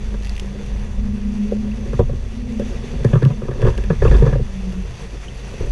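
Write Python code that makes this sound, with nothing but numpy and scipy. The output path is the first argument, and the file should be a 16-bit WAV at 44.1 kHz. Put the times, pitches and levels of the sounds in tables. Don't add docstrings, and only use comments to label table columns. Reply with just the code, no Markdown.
import sys
import numpy as np
from scipy import signal
from scipy.fft import rfft, irfft, next_fast_len
from scipy.io import wavfile
from scipy.ndimage import uniform_filter1d, map_coordinates

SR = 44100
rng = np.random.default_rng(int(sys.argv[2]) if len(sys.argv) > 2 else 0)


def magnitude_from_level(level_db):
    exponent = np.asarray(level_db, float) / 20
    return 10 ** exponent


def pcm_store(signal):
    levels = np.round(np.clip(np.atleast_2d(signal), -1, 1) * 32767)
    wavfile.write(sys.argv[1], SR, levels.astype(np.int16).T)


N = 251811


def unit(x):
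    return x / np.sqrt(np.mean(x ** 2) + 1e-20)


def curves(rows):
    start_s, *columns = np.transpose(rows)
    return [np.interp(np.arange(N) / SR, start_s, column) for column in columns]


def wobble(rate):
    points = rng.standard_normal(int(N * rate / SR) + 4)
    return map_coordinates(points, [np.arange(N) * rate / SR])


def filtered(x, response):
    size = next_fast_len(N + SR // 2)
    return irfft(rfft(x, size) * response(np.fft.rfftfreq(size, 1 / SR)), size)[:N]


def modes(table):
    def response(f):
        total = 0
        for k, (centre, width, db) in enumerate(table):
            peak = 1j * f * width / (centre * centre - f * f + 1j * f * width)
            total = total + (-1) ** k * magnitude_from_level(db) * peak
        return total
    return response


def steep(table, top_hz):
    return lambda f: modes(table)(f) / (1 + 1j * f / top_hz) ** 2


# pitch_hz, width_hz, level_db
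SKIN_MODES = [(365.4, 33.3, 4), (458.8, 61.7, 2), (564.7, 49.5, -3.5), (742.5, 43, -15)]


def shell(f):
    return modes(SKIN_MODES)(f) * (1j * f / 320 / (1 + 1j * f / 320)) ** 3


def waver(turn, rate, steady):
    return unit((steady + wobble(rate)) * np.cos(turn) + wobble(rate) * np.sin(turn))


def patchy(depth_db, size):
    noise = signal.stft(rng.standard_normal(N + 512), nperseg=256)[2]
    field = uniform_filter1d(rng.standard_normal(noise.shape), size, 0)
    field = uniform_filter1d(field, 3 * size, 1)
    return unit(signal.istft(noise * magnitude_from_level(depth_db * unit(field)), nperseg=256)[1][:N])


def drops(per_s, spread_db):
    hit = rng.random(N) < per_s / SR
    return unit(hit * rng.standard_normal(N) * magnitude_from_level(spread_db * rng.standard_normal(N)))


# pitch_hz, peak_db
WHINE_TONES = [(8780, -76), (11719, -80.5)]


def whine():
    t = np.arange(N) / SR
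    return sum(magnitude_from_level(db) * np.sin(2 * np.pi * hz * t) for hz, db in WHINE_TONES)


# start_s, sway_db (the frame), churn_db (over calm running), spray_db;
# the spray dips briefly just after 2.0 s, and all three drop suddenly at 3.7 s
HEARD_LEVELS = [(0.0, -19.5, 0.5, -45), (0.43, -27.5, 0.5, -44), (1.0, -22.5, 1.5, -46.5),
                (1.5, -25.5, 1, -45.5), (1.985, -21.5, 4, -45.5), (2.02, -12.5, 4, -49.5),
                (2.14, -20, -1, -48), (2.3, -22.5, -1.5, -45.5), (2.75, -25, 5.5, -44),
                (3.16, -23.5, 6, -44), (3.4, -25.5, 5.5, -47.5), (3.58, -28, 9, -47),
                (3.68, -10.5, 20.5, -39.5), (3.72, -20.5, 7, -44.5), (3.98, -18, 2, -44),
                (4.04, -10, 10, -40.5), (4.17, -10, 17, -39.5), (4.21, -13, 13, -42.5),
                (4.28, -17, 16.5, -41.5), (4.4, -17.5, 3.5, -43.5), (4.52, -26, -0.5, -45),
                (5.595, -31.5, 1, -42.5), (5.625, -18, 9, -41), (5.71, -17.5, -3, -45)]
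SWAY_MODES = [(23.6, 9.9, -2), (49.2, 5.2, 0), (75.1, 12.6, -6.5)]
BOOM_MODES = [(115.4, 15.9, 3.3), (143.5, 27.4, 1.44)]
THUD_MODES = [(209, 26.5, 5), (283, 82, -4.5)]
CLACK_MODES = [(950, 98, 4.5), (1178, 148, 3), (1704, 114, 4), (2525, 270, -8.5), (3450, 220, -7)]
HOUSING_MODES = [(1910, 140, 1.2), (2680, 224, 3.4), (3480, 80, 1.1), (4580, 170, 4.1), (6040, 470, 1.3)]
# (relative, per Hz)
SPRAY_COLOUR = [(380, -19), (650, 2), (1400, -4.5), (2640, -7), (3140, -9.5), (3500, -7.5), (4990, -15.5),
                (6060, -11.5), (8120, -19.5), (10900, -21.5), (12000, -32), (15600, -71), (22000, -120)]
CALM_LEVELS_DB = [-40, -43, -57.5]
CHURN_GROWTH = [1, 1.11, 1.09]
SWELL_DB = [1.37, 0.93, 0.69, 2.4, 0.47]


def water():
    sway_db, churn_db, spray_db = curves(HEARD_LEVELS)
    boom_db, slosh_db, wash_db = (calm + grows * churn_db for calm, grows in zip(CALM_LEVELS_DB, CHURN_GROWTH))
    swells = [magnitude_from_level(db * wobble(6)) for db in SWELL_DB]

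    swing = waver(2 * np.pi * SWAY_MODES[1][0] * np.arange(N) / SR, rate=6.9, steady=2.55)
    shaking = unit(filtered(rng.standard_normal(N), steep(SWAY_MODES, 160)))
    sway = unit(shaking + 0.59 * swing)

    boom = unit(filtered(rng.standard_normal(N), steep(BOOM_MODES, 320))) * magnitude_from_level(1.06 * wobble(12))

    gurgle = magnitude_from_level(2.13 * wobble(25))
    slaps = patchy(2.5, size=2) * gurgle + 0.5 * drops(per_s=150, spread_db=3)
    slosh = unit(filtered(slaps, lambda f: shell(f) + 0.44 * modes(THUD_MODES)(f)))

    splashes = patchy(2.5, size=2) * gurgle + 0.56 * drops(per_s=400, spread_db=3)
    broad = modes([(800, 500, 0)])
    wash = unit(filtered(splashes, lambda f: steep(CLACK_MODES, 2200)(f) + 0.2 * broad(f)))

    colour_hz, colour_db = np.transpose(SPRAY_COLOUR)

    def through_housing(f):
        colour = magnitude_from_level(np.interp(np.log(f + 1), np.log(colour_hz), colour_db))
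        return colour * (0.68 + 0.61 * abs(modes(HOUSING_MODES)(f)))

    fizz = 0.4 * drops(per_s=900, spread_db=3)
    hiss = patchy(1.07, size=5) * magnitude_from_level(1.34 * wobble(26))
    spray = unit(filtered(hiss + fizz, through_housing))

    levels_db = sway_db, boom_db, slosh_db, wash_db, spray_db
    parts = sway, boom, slosh, wash, spray
    return sum(magnitude_from_level(db) * swell * part for db, swell, part in zip(levels_db, swells, parts))


# start_s, pitch_hz (lower tone), low_db (lower tone), high_db (higher tone)
RUDDER_TONES = [(0, 207, -33.5, -41), (.4, 199.4, -37.5, -57), (.65, 201, -34.5, -50),
                (1.0, 203.4, -32, -38.5), (1.12, 202.8, -25, -35), (1.45, 205.6, -23.5, -34),
                (1.8, 213.7, -25, -36), (2.0, 210.3, -40, -39), (2.26, 216.3, -39, -41),
                (2.52, 215.7, -25, -29.5), (2.7, 213.6, -39, -35), (3, 210, -38.5, -38.5),
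                (3.2, 209.1, -26, -31.5), (3.5, 206.5, -35, -38), (4.25, 196.7, -29, -42),
                (4.52, 192.5, -35, -37.5), (4.72, 185.7, -25.5, -50), (4.94, 183.3, -44, -56),
                (5.71, 185.2, -49, -54)]


def rudder():
    low_hz, low_db, high_db = curves(RUDDER_TONES)
    turn = 2 * np.pi * np.cumsum(low_hz) / SR

    def sing(phase):
        octave = waver(2 * phase, rate=30, steady=0.22)
        return waver(phase, rate=19, steady=0.88) + magnitude_from_level(-21.5) * octave

    return magnitude_from_level(low_db) * sing(turn) + magnitude_from_level(high_db) * sing(1.13 * turn)


# loudest_s (time of the swell's top), peak_db, pitch_hz (at the start)
DRIP_NOTES = [(1.718, -37, 2540), (4.0775, -30, 2480), (5.2844, -33, 2896)]


def drips():
    out, t = np.zeros(N + 1500), np.arange(1500) / SR
    ring_s = 0.0024
    for s, db, hz in DRIP_NOTES:
        note = np.sin(2 * np.pi * hz * t * (1 + 8.2 * t))
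        swell = t / ring_s * np.exp(1 - t / ring_s)
        out[round((s - ring_s) * SR):][:1500] += magnitude_from_level(db) * note * swell
    return out[:N]


# start_s, level_db (before the final tone shaping), pitch_hz (of the ring);
# most are fittings, the one at 3.702 s is a click at a sudden drop in level
CLICK_HITS = [(0.224, -24, 4080), (0.234, -22, 4500), (0.2476, -17, 4360), (0.254, -19, 3480),
              (0.2628, -24, 3100), (0.2707, -16, 2700), (0.2947, -11.5, 4580), (0.3544, -22, 4660),
              (0.3648, -16, 2730), (0.379, -14, 2330), (0.3971, -7, 3200), (0.6619, -22, 5900),
              (1.995, -21, 3441), (3.048, -17.5, 6130), (3.229, -19.5, 3596), (3.251, -14, 2870),
              (3.6181, -17, 2550), (3.702, -20, 5000), (3.7775, -12, 2640), (3.8387, -17, 2522),
              (4.1673, -18, 5530), (4.7242, -21, 2740)]


def clicks():
    out, t = np.zeros(N + 400), np.arange(400) / SR
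    attack = 1 - np.exp(-t / 0.000088)
    for s, db, hz in CLICK_HITS:
        ring = np.sin(2 * np.pi * hz * t) * np.exp(-t / 0.00042)
        crack = magnitude_from_level(-8.5) * rng.standard_normal(400) * np.exp(-t / 0.0026)
        out[round(s * SR):][:400] += magnitude_from_level(db) * (ring + crack) * attack

    def tone(f):
        no_bass = (1j * f / 1500 / (1 + 1j * f / 1500)) ** 2
        soft_treble = 1 / (1 + 1j * f / 5000) ** 2
        return no_bass * soft_treble * (0.7 + 0.43 * abs(modes(HOUSING_MODES)(f)))

    return filtered(out[:N], tone)


# start_s, peak_db
JOLT_KICKS = [(1.994, -7), (4.08, -5), (5.606, -13.5)]


def jolts():
    out, t = np.zeros(N + SR), np.arange(SR // 5) / SR
    rise_s, fade_s = 0.0024, 0.016
    swing = np.cos(2 * np.pi * SWAY_MODES[2][0] * t) * (1 - np.exp(-t / rise_s)) * np.exp(-t / fade_s)
    for s, db in JOLT_KICKS:
        out[round(s * SR):][:len(t)] += magnitude_from_level(db) * swing / abs(swing).max()
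    return out[:N]


def blows(times, levels_db, responses, contact_s, rise_s):
    out, t = np.zeros(N + SR), np.arange(SR // 3) / SR
    hz = np.fft.rfftfreq(len(t), 1 / SR)
    for s, db, response in zip(times, levels_db, responses):
        push = rng.standard_normal(len(t)) * np.exp(-t / contact_s) * (1 - np.exp(-t / rise_s))
        ring = irfft(rfft(push) * response(hz), len(t))
        start = round((s - 0.0015) * SR)
        out[start:][:len(t)] += magnitude_from_level(db) * ring / abs(ring).max()
    return out[:N]


# start_s, peak_db (of the skin's ring), skin_hz (favoured pitch),
# boom_db and clack_db (peaks of these layers against peak_db)
KNOCK_HITS = [(0.14, -26.5, 594, -24, -7.5), (1.519, -10, 434, -30, -33), (1.931, -17.5, 460, 3, -12),
              (1.992, -5.5, 438, -5.5, -14.5), (2.002, -9, 680, -2.5, -18), (2.022, -27, 525, 11.5, -24),
              (2.093, -21, 385, 3.5, -17), (2.13, -27.5, 428, 4.5, -15), (2.596, -14.5, 510, -11, -25),
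              (2.615, -18.5, 480, -21, -20), (2.933, -26.5, 371, 7.5, -16), (3.004, -26, 544, 6.5, -24),
              (3.046, -7, 450, 2, -14.5), (3.131, -12, 563, 9, -9.5), (3.154, -12, 331, 7.5, -9),
              (3.221, -12, 331, -8, -13.5), (3.228, -18, 424, 11, -9), (3.254, -20.5, 540, 19, -7),
              (3.303, -23.5, 552, 10.5, -9), (3.418, -20, 412, -3, -13.5), (3.483, -16.5, 388, 0.5, -11.5),
              (3.512, -20.5, 417, -6, -11.5), (3.554, -25.5, 417, -12, -25), (3.593, -21.5, 495, 1, -24),
              (3.624, -14, 536, 7.5, -10.5), (3.648, -13, 406, 2.5, -13), (3.666, -9, 484, -0.5, -11),
              (3.688, -17.5, 480, -2, -13.5), (3.779, -22, 382, -19, -5.5), (3.836, -26.5, 380, -7, -8.5),
              (3.901, -7.5, 413, .5, -12), (3.927, -20, 374, 1.5, -12.5), (4.02, -6.5, 418, -6.5, -13),
              (4.05, -4.5, 397, -5.5, -13), (4.078, -19, 514, 0, -4.5), (4.112, -9, 570, 0.5, -13.5),
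              (4.144, -16.5, 393, -4.5, -3.5), (4.221, -6.5, 375, 3, -18), (4.263, -14.5, 421, 5, -8.5),
              (4.325, -17.5, 530, 7, -7.5), (4.352, -13, 517, 1, -21), (4.393, -20.5, 433, 4.5, -25),
              (5.539, -25, 379, -9, -18), (5.606, -17.5, 381, -5, -17), (5.666, -25, 417, -13, -38)]


def knocks():
    s, db, skin_hz, boom_db, clack_db = np.transpose(KNOCK_HITS)
    draws = rng.standard_normal((len(KNOCK_HITS), len(CLACK_MODES) + 1))
    thud_db = -21 + 0.45 * db + 4 * draws[:, -1]

    def every(response):
        return [response] * len(KNOCK_HITS)

    spot = [lambda f, hz=hz: shell(f) * (0.3 + modes([(hz, 220, 0)])(f)) for hz in skin_hz]
    rattle = [steep(CLACK_MODES + np.outer(draw[:-1], [0, 0, 4.5]), 3200) for draw in draws]

    def thud_response(f):
        return modes(THUD_MODES)(f) + 4.1 * modes(SWAY_MODES)(f)

    skin = blows(s, db, spot, contact_s=0.0039, rise_s=0.000093)
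    boom = blows(s, db + boom_db, every(steep(BOOM_MODES, 400)), contact_s=0.0051, rise_s=0.0075)
    thud = blows(s, thud_db, every(thud_response), contact_s=0.0047, rise_s=0.00082)
    clack = blows(s, db + clack_db, rattle, contact_s=0.012, rise_s=0.0011)
    return skin + boom + thud + clack


def scene():
    return (whine() + water() + rudder() + drips() + clicks() + jolts() + knocks())[None]


def low_pass(x):
    return signal.sosfilt(signal.butter(12, 12170, fs=SR, output="sos"), x)


def record(dry):
    soft = dry / (1 + abs(dry / 0.97) ** 6) ** (1 / 6)
    mix = filtered(soft[0], lambda f: f < 12000)[None]
    return low_pass(mix)


dry = scene()
out = record(dry)
pcm_store(out)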